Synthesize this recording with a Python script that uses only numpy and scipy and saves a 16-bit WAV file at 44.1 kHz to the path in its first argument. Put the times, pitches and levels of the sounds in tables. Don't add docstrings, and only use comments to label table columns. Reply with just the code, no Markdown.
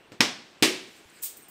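import sys
import numpy as np
from scipy import signal
from scipy.io import wavfile
from scipy.ndimage import uniform_filter1d

SR = 44100
rng = np.random.default_rng(int(sys.argv[2]) if len(sys.argv) > 2 else 0)


def materialize(psi):
    bounded = np.clip(np.atleast_2d(psi).T, -1, 1)
    quanta = np.round(bounded * 32767).astype(np.int16)
    wavfile.write(sys.argv[1], SR, quanta)


def boost_factor(decibels):
    exponent = np.asarray(decibels, float) / 20
    return 10 ** exponent


N = 66150

# pitch_hz, level_db (per Hz)
HUM_TONE = [(15, -69), (25, -19), (389, 2), (482, -5), (1240, -7.5), (2010, -9), (2770, -8), (4260, -18.5),
            (15500, -53)]
CLOTH_TONE = [(1500, -3), (2300, -2.5), (5000, -8), (8000, -6.5), (10000, -14.5), (12000, -14.5),
              (15500, -16)]
# time_s, level_db
ARM_SWING = [
    (0, -72),
    (.55, -70.5),
    (.8, -71),
    (.97, -57.5),
    (1.05, -63.5),
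    (1.18, -57),
    (1.35, -61.5),
    (1.45, -62),
    (1.5, -67),
]

# start_s, crack_level_db, ringing_level_db
TOUCH_CONTACTS = [
    (.1015, -46, -6),
    (.1200, -25.5, 5),
    (.1250, -51, -7),
]
FIRST_CONTACTS = [
    (.2060, -1.5, 4),
    (.2068, -0.5, -13),
    (.2080, -10, 9.5),
    (.2095, -12, 6),
    (.2111, -8, 3.5),
    (.2140, -5, -12),
]
SECOND_CONTACTS = [
    (.6252, 0.5, -1),
    (.6265, -16, 6),
    (.6298, -15, 12),
    (.6316, -8, 8),
    (.6333, -13.5, -5),
    (.6362, -10.5, 6),
    (.6375, -22, -9),
]
# pitch_hz, level_db
TOUCH_COLOUR = [(47, -22), (80, -2), (526, -6), (1040, -17), (1320, -15), (2600, -16.5), (7950, -26.5),
                (15000, -55)]
FIRST_COLOUR = [(100, -9), (270, 2.5), (550, -6), (1200, -5), (2500, -2.5), (5500, -5), (9000, -21),
                (15000, -30)]
SECOND_COLOUR = [(100, -17), (320, 0.5), (440, -1.5), (560, -11), (1400, -14.5), (2300, -5), (5000, -10),
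                 (15000, -27)]
# pitch_hz, level_db, t60_s
TOUCH_BOX_MODES = [(2370, -24, 0.023)]
FIRST_BOX_MODES = [(960, -19.5, .015), (1940, -8.5, 0.025), (2433, 5, 0.0065), (4570, -35, 0.011),
                   (5310, -1.5, 0.03)]
SECOND_BOX_MODES = [(777, -12, .04), (1125, -17.5, 0.055), (2110, -5, 0.013), (3170, -25, .012),
                    (4970, -4, 0.008)]
# pitch_hz, level_db, t60_s
TOUCH_AIR = [(130, -13, 0.052), (294, -15, 0.044)]
FIRST_AIR = [(109, -20.5, 0.049), (270, -10.5, 0.031)]
SECOND_AIR = [(122, -24.5, 0.047), (283, -21, 0.073), (319.2, -23, 0.3), (370.7, -23.5, 0.33),
              (429.4, -20, 0.17)]
EDGE_TICK_DB = [-13, -16, -4.5]
ROOM_SHARE_DB = [1, 5.5, 6.5]
NEAR_WALLS_DB = [3, -3.5, -6.5]
# pitch_hz, t60_s
ROOM_DECAY = [(60, 0.58), (200, 0.41), (500, 0.43), (1500, 0.4), (4000, 0.41), (8000, 0.34), (15000, 0.24)]

# start_s, pitch_hz, level_db, t60_s
FOOTFALL = (1.055, 85, -50, .06)
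# start_s, rise_s, t60_s, level_db
BANGLE_SLIDES = [
    (1.219, .017, .12, -29),
    (1.364, .006, .06, -45),
    (1.481, .006, .06, -50),
]
# start_s, rise_s, t60_s, level_db
FINGER_SCUFF = [
    (1.228, .035, .16, -45),
]
# pitch_hz, level_db
GLASS_COLOUR = [(500, -36), (2000, -26), (6000, -15), (8300, -6), (11500, -12), (12300, -11), (13100, -2),
                (15600, 0)]
SCUFF_COLOUR = [(1500, -23), (3500, -5), (5000, -5.5), (7000, -2.5), (11000, -8.5)]
# pitch_hz, level_db, t60_s
BANGLE_MODES = [(6560, -10, .02), (8500, -3, 0.048), (8040, -5, 0.026), (8520, -1, 0.093),
                (9250, 10, 0.017), (12800, -16, 0.02), (14200, -11, 0.022), (14400, -10, .02),
                (14100, -11, .015)]
# start_s, pitch_hz, level_db, t60_s
LONE_CLINKS = [(.118, 13700, -68, .08), (1.098, 7500, -43, .003), (1.1025, 8800, -38, .002),
               (1.2372, 2500, -27, .0015), (1.372, 6100, -58, .03), (1.4215, 8620, -59, .3),
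               (1.4225, 8470, -61, .25), (1.4215, 8250, -56, .04), (1.4215, 13350, -55, .05),
               (1.4225, 13500, -59, .08), (1.488, 8400, -55, .06), (1.484, 14800, -53, .04),
               (1.4825, 12500, -48, .002)]


def evened(x):
    return x / np.sqrt(np.mean(x ** 2) + 1e-20)


def read(points, hz):
    f, value = np.transpose(points)
    return np.interp(np.log(hz + 1), np.log(f + 1), value)


def through(x, h):
    return signal.fftconvolve(x, h)[:N]


def hiss(tone, patchy_db):
    frames, hz = N // 256 + 5, np.fft.rfftfreq(1024, 1 / SR)
    a, b, patches = rng.standard_normal((frames, 513, 3)).T
    patches = uniform_filter1d(patches, size=16, axis=0)
    patches = evened(uniform_filter1d(patches, size=8, axis=1))
    level_db = read(tone, hz)[:, None] + patchy_db * patches
    noise = signal.istft((a + 1j * b) * boost_factor(level_db), nperseg=1024, noverlap=768)[1]
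    return evened(noise[:N])


def room_hum():
    return boost_factor(-57.5) * hiss(HUM_TONE, patchy_db=1.2)


def cloth_rustle():
    swing_db = np.interp(np.arange(N) / SR, *np.transpose(ARM_SWING))
    return boost_factor(swing_db) * hiss([(800, -34)] + CLOTH_TONE, patchy_db=3.1)


def colour(tone):
    db = read(tone, abs(np.fft.fftfreq(4096, 1 / SR)))
    spectrum = np.exp(np.conj(signal.hilbert(np.log(boost_factor(db)))))
    h = np.fft.ifft(spectrum).real[:2048]
    return h / np.linalg.norm(h)


def ring(modes):
    t = np.arange(SR // 3) / SR
    sines = sum(boost_factor(db - 60 * t / t60) * np.sin(2 * np.pi * hz * t) for hz, db, t60 in modes)
    return (1 - np.exp(-t * 8000)) * sines


def clicks(times, dbs):
    x = np.zeros(N)
    np.add.at(x, np.round(np.array(times) * SR).astype(int), boost_factor(np.array(dbs)))
    return x


def kitchen(x, early_db):
    late_db, late_stretch, build_s, early_t60_s = -28, 4.06, 0.0025, 0.25
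    hz, t, z = signal.stft(rng.standard_normal(SR), SR, nperseg=512)
    fall_db = -60 * t / np.maximum(read(ROOM_DECAY, hz), .05)[:, None]
    decay = boost_factor(fall_db) + boost_factor(late_db + fall_db / late_stretch)
    tail = signal.istft(z * decay, SR, nperseg=512)[1]
    s = np.arange(len(tail)) / SR
    build = np.minimum(s / build_s, 1) ** 2
    tail = tail * build * (1 + boost_factor(early_db - 60 * s / early_t60_s))
    return through(x, tail / np.linalg.norm(tail))


def splintered(times, crack_db, main):
    splinter_db, splinter_t60_s = -7, 0.0057
    t = np.arange(400) / SR
    grit = boost_factor(splinter_db - 60 * t / splinter_t60_s) * rng.standard_normal((len(times), len(t)))
    grit[main] *= .4
    grit = grit + (t == 0)
    return sum(through(clicks([s], [db]), g) for s, db, g in zip(times, crack_db, grit))


def snap(contacts, tone, box, air, order, main):
    times, crack_db, ring_db = np.transpose(contacts)
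    crack = colour(tone)
    hit = clicks(times[main:main + 1], crack_db[main:main + 1])
    box_ring = through(clicks(times, crack_db + ring_db), 0.23 * ring(box))
    body = box_ring + through(hit, ring(air))
    cracks = through(splintered(times, crack_db, main), 1.24 * crack)
    direct = cracks + body + boost_factor(EDGE_TICK_DB[order]) * hit
    into_room = 2.28 * through(hit, crack) + 0.054 * body
    return direct + boost_factor(ROOM_SHARE_DB[order]) * kitchen(into_room, NEAR_WALLS_DB[order])


def lid():
    x = snap(TOUCH_CONTACTS, TOUCH_COLOUR, TOUCH_BOX_MODES, TOUCH_AIR, order=0, main=1)
    x = x + snap(FIRST_CONTACTS, FIRST_COLOUR, FIRST_BOX_MODES, FIRST_AIR, order=1, main=0)
    x = x + snap(SECOND_CONTACTS, SECOND_COLOUR, SECOND_BOX_MODES, SECOND_AIR, order=2, main=0)
    bass_cut_hz = 116
    return signal.sosfiltfilt(signal.butter(2, bass_cut_hz, "high", fs=SR, output="sos"), x)


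def footfall():
    return through(clicks(FOOTFALL[:1], [0]), ring([FOOTFALL[1:]]))


def stroke(start, rise, t60, db):
    t = np.arange(N) / SR - start
    return np.clip(t / rise, 0, 1) * boost_factor(db - 60 * np.maximum(t - rise, 0) / t60)


def bangle_slides():
    clinks_per_s, spread_db, slide_db, ring_db = 7200, 4.5, 4.5, -15
    struck = rng.random(N) < clinks_per_s / SR
    strength = boost_factor(spread_db * np.minimum(rng.exponential(1, N), 4))
    hits = evened(struck * rng.choice([-1., 1.], N) * strength)
    hits = boost_factor(slide_db) * hits * sum(stroke(*row) for row in BANGLE_SLIDES)
    bell = ring(BANGLE_MODES)
    ringing = through(hits, bell / np.linalg.norm(bell))
    return through(hits, colour(GLASS_COLOUR)) + boost_factor(ring_db) * ringing


def finger_scuff():
    scuff_db = 3.5
    noise = rng.standard_normal(N) * boost_factor(scuff_db) * stroke(*FINGER_SCUFF[0])
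    return through(noise, colour(SCUFF_COLOUR))


def lone_clinks():
    return sum(through(clicks([s], [0]), ring([mode])) for s, *mode in LONE_CLINKS)


def bangles():
    room_db, lone_room_db = -1, -6.5
    rubbed = bangle_slides() + finger_scuff()
    lone = lone_clinks()
    room = kitchen(rubbed + boost_factor(lone_room_db) * lone, early_db=-2)
    return rubbed + lone + boost_factor(room_db) * room


def scene():
    return (room_hum() + cloth_rustle() + lid() + footfall() + bangles())[None]


def low_pass(x):
    return signal.sosfilt(signal.butter(12, 16830, fs=SR, output="sos"), x)


def record(dry):
    port_hz, port_q, port_gain = 8200, 6.7, 0.45
    self_noise_db, knee, edge_hz = -80.5, 1.54, 15650
    x = dry + port_gain * signal.lfilter(*signal.iirpeak(port_hz, port_q, fs=SR), dry)
    x = x + boost_factor(self_noise_db) * rng.standard_normal(x.shape)
    x = knee * np.tanh(x / knee)
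    band_limit = signal.firwin(511, edge_hz, window=("kaiser", 7), fs=SR)
    mix = signal.oaconvolve(x, band_limit[None], "same")
    return low_pass(mix)


dry = scene()
out = record(dry)
materialize(out)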